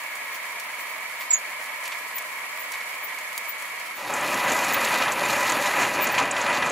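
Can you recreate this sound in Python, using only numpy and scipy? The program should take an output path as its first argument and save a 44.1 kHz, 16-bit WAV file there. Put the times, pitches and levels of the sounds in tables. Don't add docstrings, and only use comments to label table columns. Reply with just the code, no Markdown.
import sys
import numpy as np
from scipy import signal
from scipy.fft import rfft, irfft, next_fast_len
from scipy.io import wavfile

SR = 44100
rng = np.random.default_rng(int(sys.argv[2]) if len(sys.argv) > 2 else 0)


def transcribe(signal):
    frames = np.atleast_2d(signal).T
    limited = np.clip(frames, -1, 1)
    pcm = np.round(limited * 32767).astype(np.int16)
    wavfile.write(sys.argv[1], SR, pcm)


def how_loud(loudness_db):
    steps = np.asarray(loudness_db, float) / 20
    return 10 ** steps


N = 295911
SIZE = 4096


def in_time(rows):
    s, *columns = np.transpose(rows)
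    return [np.interp(np.arange(N) / SR, s, c) for c in columns]


def rms_one(x):
    return x / np.sqrt(np.mean(x ** 2) + 1e-20)


def drift(rate_hz):
    knots = rng.standard_normal(4000)
    return np.interp(np.arange(N) / SR * rate_hz, np.arange(len(knots)), knots) * np.sqrt(3 / 2)


def swell(t, peak_db, rise_db_per_s, fall_db_per_s):
    return peak_db - np.where(t < 0, -rise_db_per_s * t, fall_db_per_s * t)


def through(x, impulse):
    return signal.oaconvolve(x, impulse)[:N]


def split(x, *edges_hz):
    length = next_fast_len(N)
    hz = np.fft.rfftfreq(length, 1 / SR)
    below = [0] + [1 / (1 + (hz / edge) ** 10) for edge in edges_hz] + [1]
    spectrum = rfft(x, length)
    return [irfft(spectrum * (b - a), length)[..., :N] for a, b in zip(below, below[1:])]


def response(colour, body, *more):
    hz = np.maximum(np.fft.rfftfreq(SIZE, 1 / SR), 10)
    db = 0
    for curve in (colour, *more):
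        curve_hz, curve_db = np.transpose(curve)
        db = db + np.interp(np.log(hz), np.log(curve_hz), curve_db)
    for centre_hz, width_hz, lift_db in body:
        db = db + lift_db / (1 + (2 * (hz - centre_hz) / width_hz) ** 2)
    cepstrum = irfft(np.log(how_loud(np.maximum(db, -90))))
    cepstrum[1:SIZE // 2] *= 2
    cepstrum[SIZE // 2 + 1:] = 0
    return irfft(np.exp(rfft(cepstrum)))


# (time [s], pitch [Hz], level [dB])
CHIRP = [
    (1.302, 7000, -62),
    (1.307, 7040, -12),
    (1.315, 7150, -15),
    (1.321, 7390, -22),
    (1.330, 7220, -24),
    (1.335, 7110, -11),
    (1.343, 6760, -17),
    (1.358, 6720, -22),
    (1.395, 6660, -52),
]
LAG_RAD, LAG_RAD_PER_S, LAG_LEAST_RAD = 3.1, -38, 1.1
RASP_S, RASP_DB, RASP_RISE_DB_PER_S, RASP_FALL_DB_PER_S = 1.322, -34.5, 530, 550


def bird():
    (hz, db), t = in_time(CHIRP), np.arange(N) / SR
    start_s, end_s = CHIRP[0][0], CHIRP[-1][0]
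    lag = np.maximum(LAG_RAD + LAG_RAD_PER_S * (t - start_s), LAG_LEAST_RAD)
    phase = 2 * np.pi * np.cumsum(hz) / SR - lag * [[1], [0]]
    turning = np.clip((t - 1.312) / .015, 0, 1)
    hoarse = how_loud(-6.5) * turning * (drift(450) * np.cos(phase) + drift(450) * np.sin(phase))
    tone = (np.sin(phase) + hoarse) * how_loud(db) * how_loud([[-2.5], [1.0]])
    band = signal.butter(2, [5200, 8200], "band", fs=SR, output="sos")
    rasp_db = swell(t - RASP_S, RASP_DB, RASP_RISE_DB_PER_S, RASP_FALL_DB_PER_S)
    breath = rms_one(signal.sosfilt(band, rng.standard_normal(N))) * how_loud(rasp_db)
    calling = (t > start_s) & (t < end_s)
    whistle = (tone + breath) * calling
    out = whistle.copy()
    for delay_s, echo_db in [(.0062, -8.5), (.018, -20), (.033, -22)]:
        out += how_loud(echo_db) * np.roll(whistle, round(delay_s * SR), axis=1)
    return out


# (loudest moment [s], level [dB], pitch [Hz], left minus right [dB])
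SQUEAKS = [(.04, -47, 14800, 5), (.11, -52, 14800, 5), (.248, -48, 14750, 5), (.347, -39, 14806, 8),
           (.808, -40, 14790, 3.5), (.9, -45, 14800, 5), (1.207, -39, 14730, 12), (2.167, -27, 14770, 7),
           (2.604, -34, 14710, 7), (3.041, -32, 14760, 10.5), (3.492, -29.5, 14740, 8),
           (3.965, -38, 14790, 9.5), (4.741, -23, 14800, -0.5), (6.028, -19, 14600, 0),
           (6.126, -33, 14850, -0.5), (6.54, -50, 14880, 0)]
SQUEAK_RISE_S, SQUEAK_FALL_S, SQUEAK_FLOOR_DB = .028, .048, -60
SQUEAK_FLAT_DB = 3.5
SQUEAK_FULL_DB = 32


def squeaks(width_hz=95):
    out, span = np.zeros((2, N)), np.arange(-SIZE, SIZE)
    for s, peak_db, hz, pan_db in SQUEAKS:
        slips = rng.standard_normal((2, 2, len(span)))
        slips[1] = .8 * slips[0] + .6 * slips[1] if pan_db else slips[0]
        slow = signal.lfilter(*signal.butter(4, width_hz, fs=SR), slips)
        phase = 2 * np.pi * hz * span / SR
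        tone = rms_one(slow[:, 0] * np.cos(phase) + slow[:, 1] * np.sin(phase))
        slope = np.sqrt(abs(peak_db - SQUEAK_FLOOR_DB) * SQUEAK_FULL_DB)
        db = swell(span / SR, peak_db, slope / SQUEAK_RISE_S, slope / SQUEAK_FALL_S)
        db = np.minimum(db, peak_db - SQUEAK_FLAT_DB)
        n = span + round(s * SR)
        heard = (db > SQUEAK_FLOOR_DB) & (n >= 0) & (n < N)
        out[:, n[heard]] += (tone * how_loud(db + [[pan_db / 2], [-pan_db / 2]]))[:, heard]
    return out


def grit(per_s, spread_db, smooth, throb_db):
    sizes = how_loud(spread_db * np.minimum(rng.exponential(1, N), 4)) * rng.standard_normal(N)
    clicks = rms_one(sizes * (rng.random(N) < per_s / SR))
    load = how_loud(throb_db * (drift(40) + drift(130)))
    share = np.clip(smooth, 0, 1)
    return rms_one(load * (np.sqrt(share) * rng.standard_normal(N) + np.sqrt(1 - share) * clicks))


def cracks(table, impulse, offset_db):
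    out, t = np.zeros(N + 2 * SIZE), np.arange(SIZE // 2) / SR
    octaves = np.log2(np.maximum(np.fft.rfftfreq(2 * SIZE, 1 / SR), 50) / 5000)
    body = rfft(impulse, 2 * SIZE)
    body = body / np.sqrt(np.abs(body) + 1e-9)
    for s, peak_db, centre, width, crumble_s in table:
        decay = np.exp(-t / np.clip(crumble_s, .0005, .02))
        onset = 1 - np.exp(-t / crumble_s / 0.16)
        burst = rng.standard_normal(len(t)) * decay * onset
        band = np.exp(-((octaves - centre) / np.clip(width, .2, 3)) ** 2)
        sound = irfft(rfft(burst, 2 * SIZE) * body * band)[:SIZE]
        at = round(s * SR)
        out[at:at + SIZE] += how_loud(peak_db + offset_db) * sound / np.abs(sound).max()
    return out[:N]


def beans(table, kind, impulse):
    centre, width, crumble_s, offset_db = kind
    rows = [(s, db, centre + bright, width, crumble_s) for s, db, bright in table]
    return cracks(rows, impulse, offset_db)


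FADE_START_S, FADE_LENGTH_S = 3.888, 0.39
FADE_OUT_POWER, FADE_IN_POWER = 1.34, 1.24


def faded():
    return np.clip((np.arange(N) / SR - FADE_START_S) / FADE_LENGTH_S, 0, 1)


# (frequency [Hz], density [dB per Hz])
FAR_COLOUR = [(24, -81), (40, -51.5), (179, -24.5), (378, -17), (623, -9.5), (820, -9.5), (977, -4.5),
              (1490, -11), (2230, 0.5), (2590, -9), (3580, -17), (8150, -18.5), (11300, -16.5),
              (15600, -21.5)]
# (frequency [Hz], width [Hz], lift [dB])
FAR_BODY = [(377, 36, -9.5), (616, 34, 3.5), (825, 29, -11), (1020, 340, 4), (1297, 53, 5),
            (1360, 130, 0.5), (1693, 55, 8), (1915, 34, 8), (2110, 38, -0.5), (2256, 137, 5),
            (3120, 31, 6.5), (4440, 190, 4.5), (7300, 1100, 3.5), (10400, 200, 5.5), (11300, 490, 3.5)]
# (frequency [Hz], side minus mid [dB])
FAR_WIDTH = [(60, -18), (110, -39), (200, -31), (380, -18), (700, -9), (1290, -4.5), (2380, -3.5),
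             (4400, 2.5), (8120, -0.5), (15000, 2.5)]
# (frequency [Hz], left minus right [dB])
FAR_LEAN = [(60, -0.5), (110, 11), (200, -4.5), (380, 2.5), (700, -2), (1290, -1.0), (2380, -2.5),
            (4400, 1), (8120, -3), (15000, 4.5)]
# (time [s], peak level [dB], brightness over its kind [octaves])
FAR_CRACKS = [(0.1531, -24, .05), (0.5974, -24, .01), (1.8374, -25, .01), (1.8781, -28, .01),
              (2.1818, -20.5, .01), (2.2214, -28, .01), (2.719, -22.5, .1), (3.185, -26.5, -.05),
              (3.3288, -27.5, .01), (3.379, -22.5, .2), (3.6215, -28, .05)]
# (time [s], peak level [dB], brightness over its kind [octaves])
FAR_CRUNCHES = [(0.3446, -31, .01), (1.2057, -24, -.1), (1.312, -26.5, .01), (1.6094, -38, .01),
                (1.852, -20.5, .1), (1.9175, -21, -.7), (1.926, -29, -.8), (1.9394, -39, -.05),
                (2.734, -25, .01), (2.804, -30, .01), (3.7963, -28, .01), (3.8601, -32, .01),
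                (3.9903, -24, .01)]
# (time [s], peak level [dB], brightness over its kind [octaves])
FAR_SNAPS = [
    (1.8781, -21, .01),
    (1.921, -34, -.9),
    (3.378, -11.5, .1),
]
# (centre [octaves above 5 kHz], width [octaves], crumble [s], offset [dB])
FAR_CRACK, FAR_CRUNCH, FAR_SNAP = (.5, 1.5, .005, -1.3), (-.5, 1.5, .013, -1.3), (.2, 2.9, .0015, -1.3)
FAR_BODY_DB, FAR_HISS_DB = -35, -45


def far_mill():
    mid_impulse = response(FAR_COLOUR, FAR_BODY)
    impulses = mid_impulse, response(FAR_COLOUR, FAR_BODY, FAR_WIDTH)
    body = split(np.array([through(grit(3000, 3.1, 0.86, 0.45), h) for h in impulses]), 4450)[0]
    hiss = split(np.array([through(grit(3000, 3.6, 0.98, 0.92), h) for h in impulses]), 3800)[1]
    mid, side = how_loud(FAR_BODY_DB) * body / np.std(body[0]) + how_loud(FAR_HISS_DB) * hiss / np.std(hiss[0])
    breaks = beans(FAR_CRACKS, FAR_CRACK, mid_impulse)
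    breaks = breaks + beans(FAR_CRUNCHES, FAR_CRUNCH, mid_impulse)
    breaks = breaks + beans(FAR_SNAPS, FAR_SNAP, mid_impulse)
    left_lean, right_lean = [response([(hz, sign * db / 2) for hz, db in FAR_LEAN], []) for sign in (1, -1)]
    left = through(mid + side + breaks, left_lean)
    right = through(mid - side + breaks, right_lean)
    return np.array([left, right]) * (1 - faded()) ** FADE_OUT_POWER


# (frequency [Hz], density [dB per Hz])
NEAR_COLOUR = [(18, -65), (30, -33), (270, -6), (456, -10), (577, -4.5), (900, -6.5), (1000, -3),
               (1440, -8.5), (2500, -4), (4930, -16), (6930, -15.5), (9240, -23), (13300, -21),
               (14400, -25), (15600, -31)]
# (frequency [Hz], width [Hz], lift [dB])
NEAR_BODY = [(131.5, 32, 4.5), (486, 63, -1.5), (577, 170, 7.5), (646, 75, -5), (827, 190, 5.5),
             (4400, 520, 3), (988, 51, 8), (1272, 215, 6.5), (1555, 60, 5), (1697, 91, 6), (1876, 134, 4.5),
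             (1990, 45, 10), (2439, 80, 6.5), (3720, 91, 2.5), (6880, 1360, 4.5), (10660, 220, -7),
             (11460, 570, 3), (12800, 350, 1)]
# (frequency [Hz], width [Hz], lift [dB])
BURR = [
    (9580, 420, 15.5),
    (10050, 480, 20.5),
    (10470, 400, 13),
    (10850, 300, -23),
]
# (time [s], level [dB])
EFFORT = [(4.1, -22.5), (4.35, -26.5), (4.48, -22), (4.65, -24.5), (5.0, -23), (5.16, -27.5), (5.33, -24),
          (5.51, -23.5), (5.71, -25), (5.82, -20.5), (5.9, -26), (6.18, -23), (6.3, -29), (6.52, -23.5),
          (6.71, -26.5)]
# (level over the load [dB], share of its swing [ratio], loss when low [dB per s],
# growing gaps when low [dB per s], clumps [dB])
LAYERS = [
    (0.53, 0.62, .1, 0.12, 0.21),
    (-14.5, 0.78, 0.38, 1.6, 1.36),
    (-14.5, 1.1, 2, 1.4, 2),
    (-23.5, .4, 6.4, 9, .9),
    (-25, .4, 9, 11, 1.2),
    (-19, .3, 1, 7, 0.87),
]
# (time [s], peak level [dB], brightness over its kind [octaves])
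NEAR_CRACKS = [(4.1374, -13.5, .09), (4.209, -21, .08), (4.2738, -21, .01), (4.342, -17, -.03),
               (4.4489, -24, -.02), (4.497, -17, -.09), (4.5183, -14, .01), (4.6455, -19, .01),
               (4.734, -18, .01), (4.8111, -22, .01), (4.851, -17, .01), (5.0206, -18, -.2),
               (5.1188, -12, .03), (5.253, -17.5, .03), (5.323, -23, -.1), (5.43, -20.5, -.08),
               (5.496, -11.5, .09), (5.52, -14, .03), (5.616, -22.5, .01), (5.802, -23, -.15),
               (5.822, -20, -.04), (5.9385, -20, -.08), (6.042, -21, -.07), (6.07, -14, -.08),
               (6.185, -18, .01), (6.2259, -20.5, -.16), (6.311, -13, .08), (6.413, -17, -.05),
               (6.6604, -21, -.05), (6.6968, -17, .01)]
# (time [s], peak level [dB], brightness over its kind [octaves])
NEAR_CRUNCHES = [(4.586, -18, .01), (4.628, -17, .01), (4.742, -13.5, .01), (4.788, -26, .1),
                 (4.852, -24, .01), (4.873, -12, .01), (4.96, -21, -.04), (5.02, -12, .01),
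                 (5.079, -13, .01), (5.256, -22, -.1), (5.292, -13, -.3), (5.328, -16, .1),
                 (5.453, -19, .01), (5.498, -14.5, .01), (5.522, -12, .01), (5.637, -22, .01),
                 (5.658, -13, .01), (5.694, -28, .01), (5.759, -22, -.1), (5.784, -24, .01),
                 (5.828, -12, -.1), (5.847, -14.5, .1), (6.179, -8.5, -.1), (6.189, -12, .1),
                 (6.252, -20, .1), (6.274, -17, -.15), (6.364, -14.5, .1), (6.463, -16, -.1),
                 (6.54, -23, -.05), (6.622, -12, -.1)]
# (centre [octaves above 5 kHz], width [octaves], crumble [s], offset [dB])
NEAR_CRACK, NEAR_CRUNCH = (.47, .33, .005, -5.5), (-1.3, 1.4, .008, -3)
RUNS_LOW_S = 5.67


def near_mill():
    load_db, = in_time(EFFORT)
    usual_db = np.mean(EFFORT, axis=0)[1]
    low_s = np.maximum(np.arange(N) / SR - RUNS_LOW_S, 0)
    impulse = response(NEAR_COLOUR, NEAR_BODY)
    parts = split(through(grit(2500, 3.8, 0.84, 0.69), impulse), 660, 1600, 2100, 3170)[:-1]
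    body = sum(part * how_loud(1.1 * drift(25)) for part in parts)
    fine = through(grit(2000, 4.0, 0.66, 0.98), impulse)
    crunch, hiss, dust, powder = split(fine, 3230, 5060, 10700, 12800)[1:]
    burr = through(grit(3300, 3.7, .8, 0.2), response([(1000, -46), (16000, -29)], BURR))
    grinding = 0
    layers = body, crunch, hiss, dust, powder, burr
    for layer, (over_db, follows, loss_db, gap_db, clump_db) in zip(layers, LAYERS):
        db = usual_db + over_db + follows * (load_db - usual_db)
        db = db + low_s * (-gap_db * np.abs(drift(22)) - loss_db)
        db = db + clump_db * drift(18)
        grinding = grinding + how_loud(db) * rms_one(layer)
    breaks = beans(NEAR_CRACKS, NEAR_CRACK, impulse) + beans(NEAR_CRUNCHES, NEAR_CRUNCH, impulse)
    return grinding * faded() ** FADE_IN_POWER + breaks


def scene():
    return bird() + squeaks() + far_mill() + near_mill()


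def masked(x, near_db=-11.5, up_db=-2, down_db=-5.5, chance_db=3, weak=.45):
    window = np.sin(np.pi * (np.arange(2048) + .5) / 2048)
    shape = dict(window=window, nperseg=2048)
    cells = signal.stft(x, **shape)[2]
    energy = np.abs(cells[:, :1024]) ** 2
    power = energy.mean(axis=0).reshape(64, 16, -1).sum(axis=1)
    level = 10 * np.log10(power + 1e-20)
    steps = np.arange(64)[:, None] - np.arange(14, 64)
    spread = near_db + np.where(steps > 0, up_db * steps, -down_db * steps)
    mask = (level[None, 14:] + spread[..., None]).max(axis=1)
    mask = mask + chance_db * rng.standard_normal(level.shape)
    keep = (level > mask) | (np.arange(64)[:, None] < 14)
    frames = keep.shape[1]
    stays = np.repeat(rng.random((2, frames // 2 + 1)) > [[.12], [.35]], 2, axis=1)
    keep[44:] &= stays[[0] + [1] * 19, :frames]
    usual = np.median(power, axis=1)[:, None]
    strong = energy > weak * np.repeat(np.minimum(power, 3 * usual), 16, axis=0) / 16
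    strong[:, :160] = True
    cells[:, :1024] *= np.repeat(keep, 16, axis=0) * strong
    cells[:, round(15770 / SR * 2048):] = 0
    return signal.istft(cells, **shape)[1][:, :N]


def top_cut(x):
    return signal.sosfilt(signal.butter(12, 16650, fs=SR, output="sos"), x)


def record(dry):
    mix = masked(dry)
    return top_cut(mix)


dry = scene()
out = record(dry)
transcribe(out)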